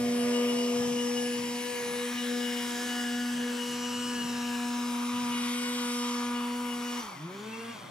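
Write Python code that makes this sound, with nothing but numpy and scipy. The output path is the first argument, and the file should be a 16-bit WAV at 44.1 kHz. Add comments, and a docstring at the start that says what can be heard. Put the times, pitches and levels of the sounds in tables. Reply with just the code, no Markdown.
"""Leaf blower beside a street

A two-stroke backpack leaf blower runs flat out while the microphone walks up to it. Its exhaust
drones, its fan whines and its air jet hisses over the pavement; at 7 s the throttle is let go and
it coasts down. A second machine further off idles, then revs up once and drops back.
The street rumbles underneath, and distant motors hum at the start."""
import sys
import numpy as np
from scipy import signal
from scipy.fft import rfft, irfft, next_fast_len
from scipy.io import wavfile
from scipy.ndimage import uniform_filter1d, map_coordinates

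SR = 44100
rng = np.random.default_rng(int(sys.argv[2]) if len(sys.argv) > 2 else 0)


def pcm_store(signal):
    """Save signal as 16-bit PCM."""
    levels = np.round(np.clip(np.atleast_2d(signal), -1, 1) * 32767)
    wavfile.write(sys.argv[1], SR, levels.astype(np.int16).T)


N = 348390
TIME = np.arange(N) / SR


def amp(db):
    """Turn decibels into a gain."""
    return 10 ** (np.asarray(db) / 20)


def unit(x):
    """Scale a signal to an average (rms) level of 1."""
    return x / np.sqrt(np.mean(x ** 2) + 1e-20)


def since(start_s):
    """Seconds gone by since the start, zero before it."""
    return np.maximum(TIME - start_s, 0)


def bell(x, centre, width):
    """A smooth hump that reaches 1 at its centre."""
    return np.exp(-((x - centre) / width) ** 2)


def along(points, hz):
    """Read between (frequency, value) points on a musical (log) scale."""
    point_hz, values = np.transpose(points)
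    return np.interp(np.log(hz + 1), np.log(point_hz + 1), values)


def curves(rows):
    """Join a table's rows with straight lines: one curve for each column after the time."""
    times, *columns = np.transpose(rows)
    return [np.interp(TIME, times, column) for column in columns]


def wobble(rate):
    """A smooth random curve through `rate` new values a second."""
    coarse = np.arange(0, N + 64, 64)
    knots = rng.standard_normal(4096)
    return np.interp(np.arange(N), coarse, map_coordinates(knots, [coarse * rate / SR], mode="wrap"))


def filtered(x, response):
    """Multiply each frequency in x by response(hz)."""
    size = next_fast_len(N + SR // 4)
    return irfft(rfft(x, size) * response(np.fft.rfftfreq(size, 1 / SR)), size)[..., :N]


def lows(x, split_hz):
    """Keep the part of x below split_hz."""
    return filtered(x, lambda hz: 1 / (1 + (hz / split_hz) ** 6))


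def rush(spectrum, patchy_db, frames=40):
    """Swirling air, direct and scattered: noise with loud and soft patches, each `frames` long."""
    noise = signal.stft(rng.standard_normal((2, N)), nperseg=512)[2]
    patches = uniform_filter1d(rng.standard_normal(noise.shape[1:]), size=6, axis=0)
    patches = uniform_filter1d(patches, size=frames, axis=1)
    pair = signal.istft(noise * amp(patchy_db * unit(patches)), nperseg=512)[1][:, :N]
    return unit(filtered(pair, lambda hz: amp(along(spectrum, hz))))


def shaft(hz, jitter):
    """The angle of a turning shaft: no two firings push quite alike."""
    return 2 * np.pi * np.cumsum(hz * (1 + jitter * wobble(70))) / SR


def tone(angle, scatter, rate, spread=1, in_step=False):
    """A tone, direct and scattered, that shimmers as reflections shift."""
    # tones in step peak near each firing, so together they buzz
    offset = rng.normal(0, 1.1) if in_step else rng.uniform(0, 2 * np.pi)
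    angle = (angle % (2 * np.pi) + offset).astype(np.float32)
    cos, sin = np.cos(angle), np.sin(angle)
    a, b = wobble(rate), wobble(rate)
    direct = (np.sqrt(2) * cos + scatter * (a * cos + b * sin)) / np.sqrt(1 + scatter ** 2)
    return np.array([direct, spread * (b * cos - a * sin)])


# Far-off hums: (pitch [Hz], level [dB], middle of the fade-out [s])
MOTOR_HUMS = [(223.6, -59.5, 4.16), (319, -62, 1.98), (400, -52, 0.83), (531, -58, 1.06), (591, -50, 0.66),
              (696.5, -49.5, 0.94)]


def distant_motors():
    """Each motor hums one wavering note, then fades away."""
    hum = 0
    for hz, db, fade_s in MOTOR_HUMS:
        fade = np.clip((fade_s - TIME) / 0.49 + .5, 0, 1)
        angle = shaft(hz * (1 + 0.00457 * wobble(5.45)), jitter=0.0071)
        hum += amp(db) * fade * tone(angle, scatter=1.0, rate=18)
    return hum


# Tone colour of the street: (frequency [Hz], relative level [dB])
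RUMBLE_COLOUR = [(25, -34), (45, -57), (70, -16.5), (105, -1.5), (160, 0.5), (230, 1), (330, -2.5),
                 (480, -3.5), (650, -9), (1000, -5), (2000, -89)]
# How it rises and falls: (time [s], relative bass level [dB], relative low-mid level [dB])
RUMBLE_LEVELS = [(0.0, -54, -56), (0.63, -58, -56), (0.81, -50.5, -51.5), (1.08, -62, -56),
                 (1.38, -55.5, -53.5), (1.77, -70, -56), (1.89, -60, -56), (2.28, -65.5, -55),
                 (3.81, -65.5, -59.5), (4.05, -54.5, -58), (4.95, -68, -57.5), (5.28, -55.5, -58),
                 (5.58, -62, -61), (6.95, -71.5, -59.5)]


def street_rumble():
    """Low outdoor noise; faint footsteps thud in its deepest part now and then."""
    bass_db, low_mid_db = curves(RUMBLE_LEVELS)
    rumble = rush(RUMBLE_COLOUR, patchy_db=2.5)
    bass = lows(rumble, split_hz=194)
    return amp(bass_db + 8.5 + 2.5 * wobble(8.3)) * bass + amp(low_mid_db + 5.5) * (rumble - bass)


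# Both machines share an idle speed, a note at which the fan housing rings, and ragged firing off load.
IDLE_HZ, COAST_S = 107.7, .225
HOUSING_HZ, HOUSING_WIDTH_HZ = 2170, 270
MISFIRE_DB = 2.2


def coast(hz, shut_s):
    """Shaft speed that runs down to idle once the throttle shuts."""
    return IDLE_HZ + (hz - IDLE_HZ) * np.exp(-since(shut_s) / COAST_S)


REV_OPEN_S, REV_SHUT_S, REV_RISE_S, REV_TOP_HZ = 7.09, 7.725, 0.23, 234.5


def rev_speed():
    """The second machine's speed: idle, a run-up that levels off, then coasting."""
    opened = 1 - np.exp(-(since(REV_OPEN_S) / REV_RISE_S) ** 1.4)
    return coast(IDLE_HZ + (REV_TOP_HZ - IDLE_HZ) * opened, REV_SHUT_S)


def second_exhaust(angle, hz, load):
    """The pipe booms and the muffler rings as the rising tones pass through their natural notes."""
    boom = amp(6.4 * load * bell(hz, 169.4, 8.9))
    low_ring = amp(-5 + 5.8 * load * bell(2 * hz, 350, 70))
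    high_ring = amp(-5.5) * bell(3 * hz, 560, 30)
    return (boom * tone(angle, scatter=0.53, rate=34, spread=0.23)
            + low_ring * tone(2 * angle, scatter=0.35, rate=13, spread=0.59)
            + high_ring * tone(3 * angle, scatter=0.33, rate=11, spread=0.45))


# The second machine's buzz: (multiple of the shaft speed, relative level [dB])
SECOND_BUZZ = [(3, -6), (4, -2), (5, -1), (6, -9), (7, 0), (8, -9), (9, -10), (10, -8), (11, -10)]
# Tone colour of its sputter: (frequency [Hz], relative level [dB])
SPUTTER_COLOUR = [(40, -70), (90, -31), (140, 4), (210, 1), (300, -9), (400, -12), (560, -7), (900, -11),
                  (1500, -35), (4000, -80)]


def second_machine():
    """Another two-stroke idles, opens up for about half a second and falls back sputtering."""
    hz = rev_speed()
    speed_db = 20 * np.log10(hz / REV_TOP_HZ)
    unloaded = 1 - np.exp(-since(REV_SHUT_S) / .06)
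    load = np.clip(since(REV_OPEN_S) / .08, 0, 1) * (1 - unloaded)
    ragged_db = (2 + MISFIRE_DB * unloaded) * wobble(45)
    angle = shaft(hz, jitter=0.0045 + 0.0208 * unloaded)
    exhaust_db = -43.5 + 1.36 * speed_db - 21 * (1 - load) + ragged_db
    exhaust = amp(exhaust_db) * second_exhaust(angle, hz, load)
    buzz = sum(amp(db) * tone(k * angle, scatter=.7, rate=20) for k, db in SECOND_BUZZ)
    # the fan's whine flares where its housing rings
    flare = (TIME <= REV_SHUT_S) * bell(12 * hz, 2715, 80)
    flare += 0.5 * unloaded * bell(12 * hz, HOUSING_HZ, HOUSING_WIDTH_HZ)
    whine_db = -60.5 + speed_db + 9 * flare - 3 * unloaded + 2.1 * wobble(45)
    whine = amp(whine_db) * tone(12 * angle, scatter=0.57, rate=35, spread=0.9)
    whine *= np.clip(since(REV_OPEN_S) / REV_RISE_S, 0, 1)
    puffs = np.exp(0.97 * np.cos(angle)) * amp(MISFIRE_DB * wobble(50)) * rng.standard_normal((2, N))
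    sputter = amp(-51) * unloaded * unit(filtered(puffs, lambda hz: amp(along(SPUTTER_COLOUR, hz))))
    buzz_db = -54 + 5 * speed_db - 3 * unloaded + 1.25 * wobble(30)
    return exhaust + amp(buzz_db) * buzz + whine + sputter


# The echo off the pavement comes later as the microphone nears: (time [s], delay [ms])
ECHO_DELAY = [(0.0, 0.39), (1.0, 0.35), (1.7, 0.44), (2.3, 0.55), (2.9, 0.61), (4.2, 0.71), (5.0, 0.81),
              (5.7, 0.88), (7.0, 0.88)]


def pavement(x, share):
    """The ground's echo cuts hollows into the air noise, and they slide down in pitch."""
    delay_ms, = curves(ECHO_DELAY)
    echo = np.array([np.interp(TIME - delay_ms / 1000, TIME, row) for row in x])
    return (x + share * echo) / np.sqrt(1 + share ** 2)


# Tone colours of the jet and of its hollow puff: (frequency [Hz], relative level [dB])
JET_COLOUR = [(300, -32), (600, -20.5), (850, -4), (1100, 6), (1350, 1), (1700, -11), (3000, -26)]
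PUFF_COLOUR = [(550, -25), (950, 0), (1500, -22), (4000, -60)]


def ground_jet(gain, sweep):
    """The air jet hits the ground, and puffs as the nozzle sweeps over it."""
    gust = pavement(rush(JET_COLOUR, patchy_db=1.3, frames=20), share=0.19)
    lower = lows(gust, split_hz=1300)
    tilt_db = -1.8 + 0.19 * TIME  # the ground's echo brightens the jet as the microphone nears
    jet = amp(tilt_db) * (gust - lower) + amp(-tilt_db) * lower
    return gain * jet + amp(-46) * sweep * rush(PUFF_COLOUR, patchy_db=5)


# The air's middle range at full throttle: (time [s], relative jet level [dB], relative roar level [dB])
AIR_MID_LEVELS = [(0.0, -51, -47), (0.45, -46.5, -41.5), (0.6, -48.5, -45.5), (1.14, -48.5, -45.5),
                  (1.26, -54, -45.4), (1.5, -49, -45.5), (1.68, -51, -45.5), (2.04, -46, -45),
                  (2.37, -57, -43.5), (2.7, -48, -44), (2.94, -50.5, -44), (3.21, -55, -45.5),
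                  (4.05, -49.5, -46), (4.32, -54, -44), (4.98, -45, -45.5), (5.25, -46.5, -44.5),
                  (5.4, -46, -42.5), (6.42, -45.5, -45), (6.78, -48, -48), (6.95, -44.5, -45.5)]
# Its treble: (time [s], relative hiss level [dB], relative fizz level [dB])
AIR_TREBLE_LEVELS = [(0.0, -44, -50), (0.5, -44.5, -49.5), (0.8, -43, -53.5), (1.8, -45, -48.5),
                     (2.1, -45, -51), (2.8, -43, -49.5), (3.4, -48, -55), (3.7, -44, -51),
                     (3.8, -44.5, -58), (5.1, -47.5, -52.5), (5.5, -43.5, -50), (5.95, -44, -48.5),
                     (6.15, -43.5, -55), (6.4, -52, -53.5), (6.95, -46.5, -53)]
# A faster fan is louder. Rows are jet, roar, hiss, fizz:
# (exponent of the blower's speed, second machine's relative level at top speed [dB])
AIR_GROWTH = [(1.3, -55.5), (2.6, -48.5), (4.3, -55), (5.5, -62.5)]
# Tone colours of fan roar, nozzle hiss and the highest fizz: (frequency [Hz], relative level [dB])
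ROAR_COLOUR = [(800, -29), (1200, -7), (1600, 4.5), (2000, 2.5), (2300, 1.5), (2650, 0.5), (3000, 3),
               (3500, -0.5), (4300, -5.5), (7000, -23)]
HISS_COLOUR = [(2400, -33), (3400, -2), (3900, 1.5), (4400, 2), (5200, 4), (6000, 4), (6800, 0.5),
               (7700, -2.5), (8200, -5.5), (8900, -11.5), (12000, -7)]
FIZZ_COLOUR = [(6500, -20), (7800, 0), (8250, 9), (8800, 0), (9300, -0.5), (10000, 2), (10700, 7),
               (11600, 1.5), (13000, -6), (15000, -2), (16000, -8)]


def rushing_air(angle, hz):
    """Air roars in the fan and hisses at the nozzle; the second machine's air joins in as it revs."""
    rev = (rev_speed() / REV_TOP_HZ) ** 1.75
    levels = curves(AIR_MID_LEVELS) + curves(AIR_TREBLE_LEVELS)
    jet_gain, roar_gain, hiss_gain, fizz_gain = [
        np.hypot(amp(db) * (hz / hz[0]) ** power, amp(rev_db) * rev)
        for db, (power, rev_db) in zip(levels, AIR_GROWTH)]
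    sweep = bell(TIME, 7.07, .09)  # the nozzle swings as the throttle shuts
    jet = ground_jet(jet_gain, sweep)
    roar = roar_gain * pavement(rush(ROAR_COLOUR, patchy_db=1.2, frames=16), share=0.43)
    hiss = hiss_gain * pavement(rush(HISS_COLOUR, patchy_db=1.6, frames=16), share=0.3)
    hiss *= amp(1.5 * sweep)
    fizz = fizz_gain * amp(0.33 * wobble(21)) * rush(FIZZ_COLOUR, patchy_db=3.6, frames=14)
    middle = throb(angle, depth=0.12) * (amp(-2) * jet + amp(-0.67) * roar)
    treble = throb(angle, depth=0.069) * amp(-1) * (hiss + fizz)
    return middle + treble


def throb(angle, depth):
    """Every firing gives the air a small push."""
    return unit(np.exp(depth * (1 + .5 * wobble(60)) * np.cos(angle)))


def sizzle(angle, smear_s):
    """One sharp click a turn, smeared by the housing, carries the buzz into the highest treble."""
    turns = np.arange(1, angle[-1] // (2 * np.pi))
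    firings = np.interp(turns * 2 * np.pi, angle, np.arange(N))[:, None]
    taps = np.floor(firings) + np.arange(-7, 9)
    shapes = np.sinc(taps - firings)  # lets a click fall between two samples
    clicks = np.bincount(np.clip(taps, 0, N - 1).astype(int).ravel(), shapes.ravel(), N)
    _, fizz_db = curves(AIR_TREBLE_LEVELS)
    gain = amp(fizz_db - 6 + 2.2 * wobble(12))
    t = TIME[:SR // 20]
    housing = rng.standard_normal((2, len(t))) * np.exp(-t / smear_s)
    smeared = signal.oaconvolve(clicks[None], housing, axes=1)[:, :N]
    return gain * unit(filtered(smeared, lambda hz: amp(along(FIZZ_COLOUR, hz))))


def throttle_squeal(angle, shut_s):
    """A brief squeal and a thin whistle as the throttle closes."""
    squeal = amp(-48.5) * tone(9 * angle, scatter=0.94, rate=45, spread=0.64)
    whistle = amp(-49) * tone(shaft(hz=5850, jitter=0.00425), scatter=0.5, rate=90)
    return bell(TIME, shut_s, 0.028) * (squeal + whistle)


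# The fan's whine at full throttle: (time [s], level [dB])
WHINE_LEVEL = [(0.0, -58.0), (0.14, -58), (0.2, -44.0), (0.32, -54.5), (0.34, -41.5), (0.48, -42.0),
               (0.94, -52.0), (1.0, -38.0), (1.12, -54.5), (1.18, -39.0), (1.24, -54.5), (1.26, -39.0),
               (1.42, -54.5), (1.46, -41.5), (1.52, -54.5), (1.58, -43.5), (1.9, -54.5), (2.02, -46.5),
               (2.14, -54.5), (2.18, -42.0), (2.3, -53.0), (2.46, -42.5), (2.82, -53.5), (2.9, -40.0),
               (3.2, -47.5), (3.32, -49.5), (3.72, -43.0), (3.8, -54.5), (3.86, -44.0), (4.22, -42.5),
               (4.28, -54.5), (4.66, -49.0), (4.74, -58), (5.12, -58.0), (5.16, -46.0), (5.24, -54.5),
               (5.34, -42.5), (5.52, -54.0), (5.72, -47.0), (5.8, -49.5), (6.1, -47.5), (6.14, -54.5),
               (6.44, -49.5), (6.64, -54.5), (6.72, -44.0), (6.78, -54.5), (6.84, -44.0), (6.97, -51.0)]


def fan_whine(angle, hz, shut):
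    """Twelve blades whine. Off load the whine drops, except where it makes the housing ring."""
    whine_db, = curves(WHINE_LEVEL)
    coasting_db = shut * (-21 + 22 * bell(12 * hz, HOUSING_HZ, HOUSING_WIDTH_HZ))
    flutter_db = 2.3 * wobble(36)  # gusts at the intake
    blades = tone(12 * angle, scatter=0.25, rate=27, spread=0.33, in_step=True)
    return amp(whine_db + coasting_db + flutter_db) * blades


# Overtones of the casing and fan housing: (multiple of the shaft speed, base level [dB])
CASING_OVERTONES = [(8, -59), (9, -54), (10, -55), (11, -56.5), (13, -55.3), (14, -61.5), (15, -61.5),
                    (16, -56.5), (18, -66), (19, -68), (21, -55.5), (22, -63), (23, -62), (24, -58.5),
                    (25, -63), (26, -67.5), (28, -62), (29, -60), (30, -66), (31, -62.5), (32, -62),
                    (33, -62.5), (34, -62)]
# How they swell: (time [s], boost near 2 kHz [dB], near 4 kHz [dB], above 5 kHz [dB])
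CASING_SWELLS = [(0.0, 1, 0, -5), (0.5, -0.5, 0.5, 3), (1.05, -3.5, -4.5, 4.5), (1.8, 4.5, 1, -2.5),
                 (2.2, 0.5, 3, 0), (2.75, 1, 3.5, 1.5), (3.0, -4.5, -2, 2), (3.45, -2, -1.5, -3),
                 (4.0, -2.5, -7, 2), (4.4, -9, -4, -1), (5.1, -3.5, -2.5, -1.5), (5.5, 5.5, 5.5, 0.5),
                 (6.05, -0.5, 4, 3.5), (6.55, -7, -10, -7.5), (6.95, 1, -2, -1)]


def casing_buzz(angle):
    """The casing shakes in step with the engine, making a row of evenly spaced overtones."""
    def band(first, last):
        return sum(amp(db) * tone(k * angle, scatter=0.42, rate=14, spread=0.72, in_step=True)
                   for k, db in CASING_OVERTONES if first <= k <= last)

    low_db, middle_db, high_db = curves(CASING_SWELLS)
    buzz = amp(low_db) * band(8, 10) + amp(middle_db) * band(13, 20) + amp(high_db) * band(21, 34)
    # the overtone just below the fan's whine swells with it
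    whine_db, = curves(WHINE_LEVEL)
    return buzz + amp(0.3 * (whine_db - whine_db.mean())) * band(11, 11)


# Exhaust tones at full throttle; tone 2 is at twice the shaft speed, and so on.
# The drone swells and fades on the walk past fence and car: (time [s], tone 1 [dB], tone 2 [dB])
DRONE_LEVELS = [(0.0, -29.5, -35.5), (0.3, -29, -31.5), (1.23, -33.5, -34), (1.55, -36.5, -41),
                (1.76, -46.5, -36), (2.05, -38, -36.5), (2.11, -36.5, -43), (2.17, -35, -58),
                (2.23, -35, -41), (2.32, -32.4, -37), (2.72, -37, -45), (2.8, -38, -43), (2.96, -35.4, -49),
                (3.12, -33, -44), (3.28, -32, -55.5), (3.44, -32.5, -39.5), (3.65, -37, -42.5),
                (4.75, -32.6, -49.5), (5.47, -32.5, -47), (5.65, -34.5, -42), (6.36, -33, -45),
                (6.95, -37, -46)]
# The muffler's lower overtones: (time [s], tone 3 [dB], tone 4 [dB])
MUFFLER_LOW_LEVELS = [(0.0, -50, -64), (0.3, -56, -49.5), (0.9, -60, -56), (1.05, -68, -48),
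                      (1.23, -54, -67), (1.44, -73, -46.5), (1.53, -56, -50), (2.13, -60.5, -52.5),
                      (2.25, -57, -63), (2.7, -52, -48.5), (3.21, -51.5, -62), (3.6, -63, -50),
                      (3.87, -56.5, -47.5), (4.11, -64, -49), (4.59, -52, -45.5), (5.1, -59.5, -45),
                      (5.25, -55, -41), (5.55, -61.5, -51.5), (5.73, -61, -48.5), (6.48, -56.5, -42),
                      (6.75, -58, -47), (6.95, -58, -51)]
# Its next overtones: (time [s], tone 5 [dB], tone 6 [dB])
MUFFLER_NEXT_LEVELS = [(0.0, -56, -59), (0.45, -48, -57), (0.95, -55.5, -65), (1.3, -57.5, -61),
                       (1.85, -60, -75), (2.2, -52, -64), (2.55, -58, -64), (2.95, -57, -47.5),
                       (3.35, -55, -51.5), (3.65, -54, -59), (4.05, -49, -52), (4.55, -54, -65),
                       (5.1, -46, -62), (5.3, -45, -56), (5.6, -58, -48.5), (6.05, -43.5, -51.5),
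                       (6.5, -50, -53.5), (6.95, -54, -55)]
# Its nasal edge: (time [s], tone 7 [dB])
NASAL_LEVEL = [(0.0, -57.0), (0.44, -50.0), (0.48, -63.5), (0.74, -62.0), (0.82, -45.0), (0.88, -56.0),
               (1.28, -46.5), (1.46, -59.5), (1.78, -46.0), (2.14, -49.0), (2.42, -45.5), (2.56, -56.0),
               (2.8, -42.5), (3.52, -48.0), (3.62, -65.0), (3.66, -53.0), (3.98, -58.0), (4.2, -44.0),
               (4.26, -54.5), (4.56, -46.5), (5.08, -65.0), (5.12, -56.5), (5.6, -65.0), (5.8, -52.5),
               (6.12, -61.5), (6.18, -50.5), (6.64, -63.0), (6.96, -56.5)]


def exhaust_drone(angle):
    """One exhaust pulse a turn passes through the muffler, making a low note and its overtones."""
    db1, db2 = curves(DRONE_LEVELS)
    db3, db4 = curves(MUFFLER_LOW_LEVELS)
    db5, db6 = curves(MUFFLER_NEXT_LEVELS)
    db7, = curves(NASAL_LEVEL)
    return (amp(db1) * tone(angle, scatter=0.0069, rate=1.69, spread=0.17)
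            + amp(db2) * tone(2 * angle, scatter=0.14, rate=13, spread=0.18)
            + amp(db3) * tone(3 * angle, scatter=0.42, rate=14, spread=0.51, in_step=True)
            + amp(db4) * tone(4 * angle, scatter=0.27, rate=18, spread=0.33, in_step=True)
            + amp(db5) * tone(5 * angle, scatter=0.4, rate=13, spread=0.55, in_step=True)
            + amp(db6) * tone(6 * angle, scatter=0.4, rate=13, spread=0.55, in_step=True)
            + amp(db7) * tone(7 * angle, scatter=0.22, rate=18, spread=0.45, in_step=True))


RELEASE_S, UNLOAD_S, UNLOADED_DB = 7.0, 0.03, -11
# The blower at full throttle: (time [s], shaft speed [Hz])
BLOWER_SPEED = [(0.0, 242), (0.68, 242.2), (0.8, 242.4), (0.94, 241.7), (1.28, 242.7), (1.46, 241.5),
                (1.7, 244.3), (1.78, 241.4), (2.2, 243.2), (2.76, 241.5), (2.84, 244.3), (3.08, 241.6),
                (3.2, 243), (3.62, 242.3), (4.1, 244.3), (4.22, 240.7), (4.34, 242.2), (4.42, 241.5),
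                (4.84, 242.5), (4.98, 241.5), (5.22, 244.8), (5.26, 241.9), (5.78, 244.3), (5.86, 242.7),
                (6.44, 241.8), (6.62, 243.8), (6.74, 241.8), (6.96, 242.7)]


def leaf_blower():
    """One shaft drives engine and fan. With the throttle shut, it loses its load and coasts down."""
    hz = coast(curves(BLOWER_SPEED)[0], RELEASE_S)
    angle = shaft(hz, jitter=0.0008)
    shut = np.clip(since(RELEASE_S) / UNLOAD_S, 0, 1)
    load = amp(shut * (UNLOADED_DB + MISFIRE_DB * wobble(45))) * (hz / hz[0]) ** 2
    exhaust = exhaust_drone(angle)
    whine = fan_whine(angle, hz, shut)
    buzz = casing_buzz(angle) + sizzle(angle, smear_s=0.0056)
    return load * (exhaust + buzz) + whine + throttle_squeal(angle, RELEASE_S) + rushing_air(angle, hz)


# How the microphone's body colours the sound at its two openings:
# (frequency [Hz], left gain [dB], right gain [dB], left phase lead [rad], scattered sound gain [dB])
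MIC_COLOUR = [(70, -1, 0.3, 0.01, -0.5), (239, 0.2, -0.6, -0.05, -8.0), (484, 0.7, -1.4, -0.55, -0.5),
              (750, 2.2, 2.6, 0.18, -6), (1100, 0, -0.25, -0.22, -4), (2200, 2.1, -1.4, 0.15, -7),
              (2870, 2, -2.5, 0.19, -4), (4200, 1.0, -0.2, -0.47, -11.5), (6100, 0.6, 0.5, -0.46, -8),
              (8160, 3.5, 2.5, -0.05, -8.5), (8800, 4, 0.5, 1.8, -4), (10200, 4.5, -6.5, -1.7, -2),
              (11800, 0.5, -3, 0.2, -2), (13500, -1, -4.5, -2, -4.5), (15200, -3, -10, -2.87, -12)]
# The worker's direction: (time [s], head start of the left side [microseconds])
LEFT_LEAD = [(0.0, 64), (0.4, 68), (3.5, 21), (4.2, -21), (4.7, 34), (4.9, 39), (5.7, 76), (6.1, 65),
             (6.5, 39), (7.3, 50), (7.5, -20), (7.85, -14)]


def microphone_pair(direct, scattered):
    """Each side colours the sound in its own way; the side nearer the worker hears it first."""
    mic_hz, left_db, right_db, phase, scattered_db = np.transpose(MIC_COLOUR)
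    at = lambda values, hz: along(np.transpose([mic_hz, values]), hz)
    side = filtered(scattered, lambda hz: amp(at(scattered_db, hz)))
    left = filtered(direct + side, lambda hz: amp(at(left_db, hz)) * np.exp(.5j * at(phase, hz)))
    right = filtered(direct - side, lambda hz: amp(at(right_db, hz)) * np.exp(-.5j * at(phase, hz)))
    shift = curves(LEFT_LEAD)[0] * 1e-6 * SR / 2
    samples = np.arange(N)
    return np.array([map_coordinates(left, [samples + shift], order=5),
                     map_coordinates(right, [samples - shift], order=5)])


def scene():
    """The blower close by and everything further off, heard in stereo."""
    direct, scattered = leaf_blower() + second_machine() + distant_motors() + street_rumble()
    return microphone_pair(direct, scattered)


def record(dry):
    """Cut off the very highest treble."""
    return filtered(dry, lambda hz: hz < 15750)


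dry = scene()
out = record(dry)
pcm_store(out)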